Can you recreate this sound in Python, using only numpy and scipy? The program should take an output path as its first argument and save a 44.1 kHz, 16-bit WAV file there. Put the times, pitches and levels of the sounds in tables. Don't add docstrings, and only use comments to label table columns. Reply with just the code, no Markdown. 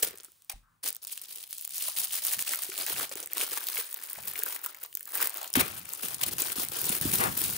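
import sys
import numpy as np
from scipy import signal
from scipy.fft import rfft, irfft, next_fast_len
from scipy.io import wavfile
from scipy.ndimage import uniform_filter1d

SR = 44100
rng = np.random.default_rng(int(sys.argv[2]) if len(sys.argv) > 2 else 0)


def file_out(sig):
    cols = np.atleast_2d(sig).T
    lim = np.clip(cols, -1, 1)
    pcm = np.round(lim * 32767).astype(np.int16)
    wavfile.write(sys.argv[1], SR, pcm)


def to_linear_factor(level_db):
    exponent = np.asarray(level_db, float) / 20
    return 10 ** exponent


N = 333837


def evened(x):
    return x / np.sqrt(np.mean(x ** 2) + 1e-20)


def read(points, hz):
    f, value = np.transpose(points)
    return np.interp(np.log(hz + 1), np.log(f + 1), value)


def shaped(x, gain):
    size = next_fast_len(x.shape[-1])
    spectrum = rfft(x, size) * gain(np.fft.rfftfreq(size, 1 / SR))
    return irfft(spectrum, size)[..., :x.shape[-1]]


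def add(mix, start_s, sound):
    part = mix[max(round(start_s * SR), 0):][:len(sound)]
    part += sound[:len(part)]


def ring(hz, t60_s, phase, rise_s=.0001):
    t = np.arange(int(t60_s * SR) + 16) / SR
    envelope = to_linear_factor(-60 * t / t60_s) * (1 - np.exp(-t / rise_s))
    return envelope * np.sin(2 * np.pi * hz * t + phase)


def clumps(grain_s):
    width = int(grain_s * SR)
    return evened(uniform_filter1d(uniform_filter1d(rng.standard_normal(N), width), width))


def steadied(x, window_s, grip):
    power = uniform_filter1d((x ** 2).mean(0), int(window_s * SR))
    return evened(x / (power + 1e-3) ** (grip / 2))


# f/Hz, density/dB per Hz
AIR = [(24, -34), (50, -13), (120, -17), (429, -28.5), (1100, -15), (6880, -46), (10400, -40), (16000, -50)]


def air():
    noise = shaped(rng.standard_normal((2, N)), lambda hz: to_linear_factor(read(AIR, hz)))
    return to_linear_factor(-77.5) * evened(noise)


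# t/s, length/s, crackle level/dB
PICKING = [(0.022, .026, -26.5), (0.048, 0.037, -39), (0.234, .021, -53), (.495, 0.008, -40.5),
           (0.512, 0.011, -44), (0.828, 0.078, -40), (0.851, .04, -32.5), (1.018, 0.016, -42.5),
           (1.067, .115, -46.5), (1.112, .023, -40), (1.214, .042, -46.5), (1.283, 0.16, -45),
           (1.497, 0.16, -45.5), (1.697, 0.082, -43)]
TEARING = [(1.73, 0.075, -39), (1.8, 0.1, -34.5), (1.96, 0.057, -32), (2.021, .037, -33),
           (2.119, 0.069, -32.5), (2.217, 0.029, -37.5), (2.248, .1, -34), (2.32, 0.03, -32.5),
           (2.38, 0.046, -36), (2.464, 0.087, -34.5), (2.62, 0.032, -45.5), (2.78, .06, -35),
           (2.866, 0.067, -34.5), (2.96, 0.09, -34), (3.111, 0.024, -37.5), (3.151, 0.096, -44),
           (3.303, 0.059, -47.5), (3.358, 0.09, -37.5), (3.39, 0.055, -34.5), (3.449, .31, -42),
           (3.51, .073, -37), (3.667, .093, -41), (3.76, 0.054, -34), (3.817, .06, -45.5)]
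STRETCHING = [(4.022, 0.023, -45), (4.083, .027, -43), (4.266, 0.044, -41), (4.35, 0.065, -42),
              (4.454, 0.11, -41), (4.637, .013, -39.5), (4.65, .056, -47), (4.706, 0.094, -55),
              (4.811, 0.047, -46), (5.064, .068, -52), (5.132, 0.143, -38), (5.206, 0.022, -32),
              (5.276, 0.078, -52), (5.347, 0.133, -48)]
STRIPPING = [(5.551, .016, -25), (5.576, .018, -31), (5.593, .02, -24), (5.616, 0.075, -40.5),
             (5.69, 0.1, -43.5), (5.867, .154, -47.5), (6.021, .041, -34), (6.062, 0.082, -40),
             (6.206, .03, -34), (6.258, 0.032, -34), (6.308, .03, -36), (6.224, 0.02, -30.5),
             (6.381, 0.047, -32), (6.429, .1, -35), (6.556, 0.087, -32.5), (6.716, 0.128, -35),
             (6.838, 0.142, -32.5), (7.009, 0.11, -34.5), (7.122, 0.034, -26), (7.148, 0.11, -31.5),
             (7.366, 0.1075, -31.5), (7.473, .1, -37.5)]


def pull():
    grab_s, let_go_s = 0.0055, .004
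    t, out = np.arange(N) / SR, np.zeros(N)
    for s, length_s, db in PICKING + TEARING + STRETCHING + STRIPPING:
        u = t[:int((length_s + 4 * let_go_s) * SR)]
        grip = np.minimum(u / grab_s, 1) * np.exp(-np.maximum(u - length_s, 0) / let_go_s)
        add(out, s, (to_linear_factor(db) * grip) ** 2)
    return out


def shower(colour, lo_hz, hi_hz, per_s, spread_db, cycles, bunching, apart_rad, count=12):
    size = to_linear_factor(spread_db * np.minimum(rng.exponential(1, N), 3.2))
    size = size * (rng.random(N) < per_s / SR) * bunching
    which, out = rng.integers(0, count, N), np.zeros((2, N))
    slips = np.flatnonzero(size)
    for k, hz in enumerate(np.geomspace(lo_hz, hi_hz, count)):
        phase = rng.uniform(0, 2 * np.pi) + np.array([[0], [apart_rad * (-1) ** k]])
        at = slips[which[slips] == k]
        for side, crease in enumerate(ring(hz, cycles / hz, phase) * hz):
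            reach = at[:, None] + np.arange(len(crease))
            out[side] += np.bincount(reach.ravel(), np.outer(size[at], crease).ravel(), N)[:N]
    power = uniform_filter1d((abs(rfft(out, next_fast_len(N))) ** 2).sum(0), size=1500)
    return evened(shaped(out, lambda hz: to_linear_factor(read(colour, hz)) / np.sqrt(power + 1e-9)))


# f/Hz, level/dB
FINE = [(1500, -19.5), (3000, -2.5), (5000, 0.5), (7500, -1.5), (10000, 4.5), (13000, 4.5), (15700, 0.66)]
# f/Hz, level/dB
FACET = [(300, -42.5), (600, -4), (1500, -2), (2500, -4.5), (4000, -9.5), (7000, -16.5), (12000, -60)]
# f/Hz, level/dB
BOX = [(150, -31), (300, -6), (500, -4), (900, -21.5)]
# t/s, crackle level/dB, big-facet share/dB
CREEP = [(0, -42, -8.5), (.1, -51.5, -2), (.32, -70, -4), (.53, -76.5, -3), (.7, -95, 8), (.97, -82, 0),
         (1.19, -55.5, -9.5), (1.7, -54, -16), (1.9, -42, -14), (3.03, -41, -8.5), (3.13, -57, -12),
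         (3.3, -64.5, 1), (3.85, -49, -2.5), (4.5, -47.5, -0.5), (4.9, -74, 13.5), (5.5, -56, 7),
         (5.85, -49.5, -0.5), (7.57, -38.5, -5)]
# t/s, big-facet share in a pull/dB, hollow-box answer/dB
LOOSE = [(0, -11.5, 2), (.5, -0.5, -15.5), (.9, -11.5, -2), (1.15, -19, -14), (1.38, -16, -2.5),
         (1.55, -30, -26), (1.87, -12.5, -11), (2.15, -13, -16.5), (2.7, -5, -10.5), (3.2, -4, -2.5),
         (3.7, -5.5, -12), (4.2, -6.5, -13), (4.45, -2, -7), (4.7, -3, -13), (5.2, 0, -7),
         (5.42, 8.5, -18.5), (5.58, 5, -11), (5.8, -3.5, -12.5), (6.6, -4, -9.5), (7, -4, -6.5),
         (7.4, -7.5, -9.5)]


def wrap():
    t = np.arange(N) / SR
    loose_s, facet_db, hollow_db = np.transpose(LOOSE)
    creep_s, creep_db, creep_facet_db = np.transpose(CREEP)
    creep, pulls = to_linear_factor(np.interp(t, creep_s, creep_db)) ** 2, pull()
    level = np.sqrt(creep + pulls)
    busy = np.clip((level / to_linear_factor(-33.5)) ** .75, .06, 1.5)
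    jerks = clumps(0.0039)

    fine = shower(FINE, 2420, 14700, 4000 * busy, 2.35, 2.93, to_linear_factor(2.78 * jerks) / np.sqrt(busy), 1.2)
    facets = shower(FACET, 527, 5920, 1600, 2.45, 9.4, to_linear_factor(2.3 * jerks), 1.0, count=24)
    drum = shower(BOX, 248, 780, 350, 3.8, 4.4, to_linear_factor(3.8 * jerks), 0.92, count=9)
    fine, facets, drum = (steadied(x, .035, 0.3) for x in (fine, facets, drum))

    settling = evened(shaped(rng.standard_normal(N), lambda hz: to_linear_factor(read(FINE, hz) / 2)))
    released = level < to_linear_factor(-64)
    fine = np.where(released, settling, fine)
    facets = np.where(released, settling, facets)

    big = facets + to_linear_factor(np.interp(t, loose_s, hollow_db) + 1.5) * drum
    creep_flips = creep * to_linear_factor(2 * np.interp(t, creep_s, creep_facet_db))
    pull_flips = pulls * to_linear_factor(2 * np.interp(t, loose_s, facet_db))
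    flips = np.sqrt(abs(uniform_filter1d(creep_flips + pull_flips, size=200)))
    return to_linear_factor(2.5) * level * fine + to_linear_factor(-2.0) * flips * big


# t/s, peak level/dB
SNAPS = [(0.0268, -8.5), (0.0314, -9.5), (0.1082, -30), (0.1744, -30), (0.1834, -32), (0.2059, -30),
         (0.2329, -34), (0.2458, -28), (0.4204, -39), (0.4459, -41), (0.4978, -15), (0.5167, -28),
         (0.8859, -16), (0.9034, -18), (0.9268, -21), (0.9477, -27), (0.9564, -30), (0.9647, -23.5),
         (1.04, -26), (1.0485, -23), (1.07, -21), (1.0764, -28), (1.1248, -24), (1.1752, -18),
         (1.2146, -24), (1.3239, -26), (1.3578, -23.5), (1.508, -25), (1.5274, -20),
         (1.5814, -21.5), (1.6107, -22), (1.623, -23), (1.6495, -17), (1.6757, -20), (1.6924, -25),
              (1.7809, -15), (1.8257, -18), (1.9857, -17), (1.9954, -17), (2.0478, -18), (2.133, -14),
              (2.155, -18), (2.2494, -12), (2.2666, -11.5), (2.3354, -16), (2.3905, -16), (2.4037, -18),
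              (2.414, -23), (2.534, -14), (2.557, -16.5), (2.6203, -14), (2.6346, -16.5), (2.7777, -14),
              (2.822, -19), (2.8639, -14), (3.1546, -19), (3.2018, -19), (3.2278, -21),
         (3.259, -22), (3.272, -23), (3.3326, -12.5), (3.38, -12.5), (3.4115, -13), (3.5753, -21),
                 (3.6686, -17), (3.6864, -21), (3.7864, -16.5), (3.9275, -21.5), (3.9423, -17),
                 (4.0347, -23), (4.131, -21.5), (4.2813, -20.5), (4.3907, -19.5), (4.4341, -14),
                 (4.4607, -21), (4.6608, -18), (4.7456, -32), (4.8336, -28), (4.951, -15), (4.9711, -23),
                 (5.007, -27), (5.0546, -28), (5.1198, -26), (5.153, -14.5), (5.1742, -16), (5.2455, -25),
                 (5.2714, -14.5), (5.2947, -20),
         (5.342, -22.5), (5.3712, -18), (5.442, -25), (5.5383, -12.5), (5.5608, -18), (5.7947, -24),
               (5.8541, -25), (5.89, -24), (5.9345, -14), (6.0843, -16), (6.1444, -14.5), (6.2128, -18),
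               (6.238, -17), (6.2637, -17), (6.3824, -15.5), (6.4028, -11.5), (6.4198, -8), (6.5284, -20),
               (6.649, -19.5), (6.685, -19.5), (6.8148, -13), (6.854, -12), (6.892, -8), (6.9506, -12.5),
               (7.012, -12), (7.1383, -9), (7.1616, -18), (7.439, -11), (7.4997, -16),
         (.3184, -40), (2.3146, -20), (2.3267, -17), (2.3304, -16), (2.4236, -14), (2.4788, -17),
         (2.5462, -18), (2.6454, -21), (4.6149, -34), (4.6359, -28), (4.6401, -25), (4.9267, -36),
         (4.9397, -34), (4.994, -31), (5.0285, -29), (5.074, -30), (5.1033, -32), (5.3027, -23),
         (5.3804, -26), (5.4131, -28), (5.429, -25), (5.4765, -26), (5.5019, -25), (5.5291, -21)]


def snaps():
    out, t = np.zeros((2, N)), np.arange(200) / SR
    flip_s, rebound_s = .00025, .0015
    shape = t / flip_s * np.exp(1 - t / flip_s) + .25 * np.exp(-t / rebound_s)
    rows = SNAPS
    for (s, db), (rattle, other) in zip(rows, rng.standard_normal((len(rows), 2, 200))):
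        pitch_hz = 11540 * np.exp(0.12 * other[-1])
        pair = np.array([rattle, .8 * rattle + .6 * other]) * shape

        def colour(hz):
            peak = np.exp(-(np.log((hz + 1) / pitch_hz) / 0.63) ** 2)
            return (peak + 0.2 * (hz > 500)) * (hz < 16500)

        flip = shaped(pair, colour)
        add(out.T, s + .0008, to_linear_factor(db - 0.46) * flip.T / abs(flip[0]).max())
    return out


# f/Hz, level/dB
RUMBLE = [(25, -42), (60, -10), (100, -1.5), (170, -2), (450, -24.5)]
# t/s, rumble level/dB, 20 dB fade/s
SHIFTS = [(.04, -52, 0.1), (.56, -61, .05), (1.97, -60.5, 0.2), (2.37, -49, 0.05), (2.51, -62, 0.05),
          (2.79, -61, .08), (2.93, -54, 0.22), (3.02, -49, 0), (4.18, -50, 0.2), (5.555, -35, 0.24),
          (6.04, -48.5, 0.27), (6.22, -50.5, 0.4), (6.27, -50, .27), (6.58, -45.5, 0.4), (6.84, -46.5, 0.1),
          (6.91, -48.5, 0.3), (7.05, -36.5, 0.43), (7.2, -38, 0.4), (7.4, -48.5, 1)]


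def hands():
    common, left, right = rng.standard_normal((3, N))
    rumble = shaped(common + 0.59 * np.array([left, right]), lambda hz: to_linear_factor(read(RUMBLE, hz)))
    t = np.arange(0, N, 64) / SR
    swell = to_linear_factor(-80)
    rise_db_per_s = 1400
    for s, db, fade_s in SHIFTS:
        swell = swell + to_linear_factor(db + np.minimum(rise_db_per_s * (t - s), -20 * (t - s) / fade_s))
    return np.interp(np.arange(N) / SR, t, swell) * evened(rumble * to_linear_factor(2.9 * clumps(0.033)))


# t/s, peak level/dB,
# f/Hz, t60/s
KNOCKS = [(.14, -42.5, 413, .04), (.2, -48, 1400, .02), (.283, -53, 350, 0.027), (.283, -50.5, 1350, .02),
          (0.497, -40.5, 810, 0.05), (0.496, -35, 2400, 0.025), (.533, -40, 780, .03),
          (.497, -39, 4700, .03), (0.54, -42.5, 40, 0.26), (2.69, -37, 380, 0.072),
          (3.158, -32, 400, 0.029), (3.785, -35, 460, 0.066), (4.39, -36, 435, 0.063),
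          (4.664, -32, 990, 0.032), (5.572, -15, 260, 0.06), (6.9, -24.5, 198, 0.035),
          (7.014, -29, 150, 0.055), (7.054, -19.5, 282, 0.033),
          (2.905, -33, 420, .03), (3.012, -31, 497, .03), (3.039, -34, 616, .03), (3.114, -34, 540, 0.043),
         (3.523, -35.5, 458, 0.035), (4.185, -34, 694, 0.034), (4.434, -37, 450, 0.036),
         (4.465, -37, 450, 0.034), (6.036, -35.5, 237, .04), (6.418, -31, 350, 0.026),
         (6.582, -31, 239, 0.042), (7.07, -30, 100, 0.089), (7.132, -30, 178, .06),
         (7.202, -27, 218, 0.038), (7.371, -34, 264, .04)]


def knocks():
    out = np.zeros(N)
    for s, db, hz, t60_s in KNOCKS:
        add(out, s, to_linear_factor(db) * ring(hz, max(t60_s, .01), 0, rise_s=0.0008))
    return out


# t/s, peak level/dB, centre f/Hz
POPS = [(0.2, -35, 4440), (0.496, -25.5, 4570), (0.836, -35, 4650), (0.861, -24, 5330),
        (0.956, -34, 4370), (1.018, -42, 5770), (1.049, -31, 4200), (1.076, -33, 3910),
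        (1.093, -39, 4730), (1.106, -36, 4640), (1.116, -33, 2570), (1.176, -31, 3100),
        (1.194, -33, 5020), (1.285, -38, 5070), (1.53, -31, 4130), (1.568, -38, 4830),
        (1.734, -36, 3870), (1.748, -33, 5210), (1.773, -31, 5600), (1.807, -26.5, 3190),
        (1.844, -28, 5710), (1.884, -32, 840), (1.973, -22, 3440), (2.035, -22, 5380),
        (2.107, -29, 3020), (2.316, -27, 2520), (2.391, -25, 1770), (2.449, -32, 3750),
        (2.475, -24.5, 3140), (2.511, -26.5, 3670), (2.534, -22, 1540), (2.589, -33.5, 930),
        (2.646, -35, 4440), (2.718, -27.5, 1550), (2.738, -37, 1410), (2.756, -30, 3000),
        (2.778, -25, 3880), (2.811, -20, 4280), (2.865, -28, 1920), (2.941, -28, 2760),
        (2.962, -26, 1810), (3.01, -24.5, 1610),
        (3.093, -27, 5970), (3.114, -28.5, 4750), (3.191, -35, 5420), (3.238, -34, 5660),
               (3.272, -39, 1960), (3.3, -42, 2480), (3.325, -34, 2400), (3.356, -33, 2530),
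               (3.365, -31, 2890), (3.38, -24, 2940), (3.412, -18.5, 2500), (3.51, -27, 4660),
               (3.57, -23.5, 1040), (3.612, -33, 1190), (3.669, -20.5, 4530), (3.686, -22, 4350),
               (3.73, -23, 4400), (3.769, -22, 2140), (3.928, -38, 3700), (3.961, -35, 3080),
               (3.988, -36, 1870), (4.086, -38, 2200), (4.131, -38.5, 1930), (4.158, -33, 1990),
               (4.184, -33, 700), (4.259, -36, 1990), (4.326, -32.5, 3840), (4.356, -24, 2350),
               (4.379, -34, 1850), (4.422, -28, 1890), (4.464, -26, 1260), (4.499, -36, 1150),
               (4.644, -32, 2090), (4.661, -25.5, 1010), (4.746, -32.5, 1850), (4.847, -35, 875),
               (4.927, -38, 2670), (4.971, -33.5, 1970), (5.008, -37.5, 2070), (5.077, -36.5, 1260),
               (5.104, -40, 1810), (5.132, -34, 1180), (5.154, -27, 1230), (5.202, -21.5, 1260),
               (5.271, -30, 1930), (5.305, -32, 864), (5.343, -36, 1170), (5.381, -32, 1100),
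               (5.43, -30, 1000), (5.443, -29, 2050), (5.358, -33, 1300), (5.414, -22.5, 910),
               (5.477, -29, 5860),
        (5.538, -16, 4700), (5.553, -11, 1870), (5.767, -33, 1170), (5.855, -32, 1960),
             (5.936, -31.5, 1160), (6.032, -31, 3880), (6.192, -28.5, 864), (6.213, -21, 3140),
             (6.235, -21, 2970), (6.264, -25, 3800), (6.311, -26, 4040), (6.382, -23.5, 2810),
             (6.471, -21.5, 4200), (6.499, -23, 2730), (6.556, -27, 4470), (6.584, -22.5, 3730),
             (6.613, -26, 4470), (6.718, -33, 4690), (6.755, -21.5, 4400), (6.884, -20, 4710),
             (6.934, -30, 3110), (7.043, -24, 4730), (7.369, -28, 1420), (7.437, -25, 3240),
             (7.5, -22, 4510)]


def pops():
    out, t = np.zeros((2, N)), np.arange(500) / SR
    rows = POPS
    for (s, db, pitch_hz), (rattle, other) in zip(rows, rng.standard_normal((len(rows), 2, 500))):
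        u = t * pitch_hz / 3.4
        pair = np.array([rattle, .85 * rattle + .5 * other]) * u * np.exp(-u * 2)

        def colour(hz):
            peak = np.exp(-(np.log((hz + 1) / pitch_hz) / 0.41) ** 2)
            return peak + .15 * (hz > pitch_hz) * (hz < 9000)

        flip = shaped(pair, colour)
        add(out.T, s + .0005, to_linear_factor(db - 0.5) * flip.T / abs(flip[0]).max())
    return out


# t/s, length/s, level/dB,
# centre f/Hz, width/ln f
SCRAPES = [
    (0.621, 0.21, -70, 1240, 0.29),
    (5.555, 0.066, -29.5, 1800, 0.82),
    (7.195, 0.11, -24.5, 960, 0.91),
]


def scrapes():
    out = np.zeros(N)
    for s, length_s, db, centre_hz, width in SCRAPES:
        noise = rng.standard_normal(8000)[:int(length_s * SR)]
        rub = shaped(noise, lambda hz: np.exp(-(np.log((hz + 1) / centre_hz) / width) ** 2))
        swell = np.sin(np.linspace(0, 1, len(rub)) ** .5 * np.pi)
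        add(out, s, to_linear_factor(db) * evened(rub) * swell)
    return out


# f/Hz, t60/s
TAIL = [(200, 0.25), (3000, 0.25), (12000, 0.24)]
# f/Hz, level/dB
WET = [(100, -18.5), (700, -14.5), (4000, -15), (9000, -22.5), (15000, -32)]


def room(x):
    taps = np.zeros((6, SR // 2))
    at = np.arange(40, SR // 2 - 20, 20) + rng.integers(0, 20, (6, (SR // 2 - 41) // 20))
    np.put_along_axis(taps, at, rng.choice([-1., 1.], at.shape), 1)
    hz, t, z = signal.stft(taps, SR, nperseg=128)
    fade = to_linear_factor(-60 * t / read(TAIL, hz)[:, None])
    fade = fade * (to_linear_factor(read(WET, hz)) / np.linalg.norm(fade, axis=1))[:, None]
    tail = signal.istft(z * fade, SR, nperseg=128)[1]
    turn_hz, offset = 3.1, np.arange(6)[:, None] // 2 / 3
    turns = np.cos(2 * np.pi * (np.arange(N) / SR * turn_hz + offset))
    return signal.fftconvolve(x * turns, tail, axes=1)[:, :N].reshape(3, 2, N).sum(0)


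def scene():
    foil = wrap() + snaps() + pops() + scrapes()
    box = hands() + knocks()
    return foil + box + room(foil[0] + 0.43 * box[0]) + air()


SHARED_HZ = 7500
# f/Hz, phase/rad
TURN = [(9200, 0), (12100, -3.14), (14600, -6.28)]


def ports(x, lead, tilt, bright_db):
    def gain(hz):
        bright = to_linear_factor(bright_db * read(TURN, hz) / TURN[-1][1])
        left = np.exp(1j * (read(lead, hz) + read(TURN, hz)))
        right = to_linear_factor(-read(tilt, hz) / (1 + (hz / SHARED_HZ) ** 8))
        return bright * np.array([left, right])

    return shaped(x, gain)


def cancelled(pair):
    centre_hz, reach_hz = 12200, 1100
    common = shaped(pair.mean(0), lambda hz: np.clip(4 - 4 * abs(hz - centre_hz) / reach_hz, 0, 1))
    quiet = uniform_filter1d(common ** 2, size=1500) < to_linear_factor(-143)
    null = np.maximum(quiet, clumps(.03) > .8)
    return pair - uniform_filter1d(1. 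* null, size=100) * common


def top_cut(x):
    return signal.sosfilt(signal.butter(12, 16990, fs=SR, output="sos"), x)


# f/Hz, phase/rad
LEADS = [
    [(400, 0), (1500, -1), (2200, 1), (3500, .3), (7000, 0)],
    [(350, 0), (700, -2.4), (1800, 0), (2200, 1), (4000, 0)],
    [(300, 0), (600, -2.6), (2000, -3.1), (3100, 0), (7000, 0)],
]
# f/Hz, level/dB
TILTS = [
    [(60, -0.5), (150, 0.5), (380, 2.5), (950, 6), (2380, -1.5), (5980, 3), (15000, -15.5)],
    [(60, 1.0), (150, 4.5), (380, 7.5), (950, 6.5), (2380, 6.5), (5980, 6.5), (15000, -32)],
    [(60, 1), (150, 2), (380, -4.5), (950, 10), (2380, 7), (5980, 11), (15000, -4)],
]
BRIGHT_DB = [3, 9, 3.5]
MOVED_S = [3.4, 4.2, 5.3, 5.602]


def record(dry):
    apart = shaped(dry[1] - dry[0], lambda hz: np.maximum(1 / (1 + (hz / SHARED_HZ) ** 8), .42))
    pair = np.array([dry[0], dry[0] + apart])
    place = np.interp(np.arange(N) / SR, MOVED_S, [0.013, 0.92, 0.88, 2])
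    both = np.zeros((2, N))
    for k in range(3):
        nearness = np.clip(1 - abs(place - k), 0, 1)
        both += nearness * ports(pair, LEADS[k], TILTS[k], BRIGHT_DB[k])

    def band_limit(hz):
        over_hz = hz - 15700
        return to_linear_factor(-24 * np.clip(over_hz / 250, 0, 1) - 0.045 * np.maximum(over_hz, 0))

    return top_cut(cancelled(shaped(both, band_limit)))


dry = scene()
out = record(dry)
file_out(out)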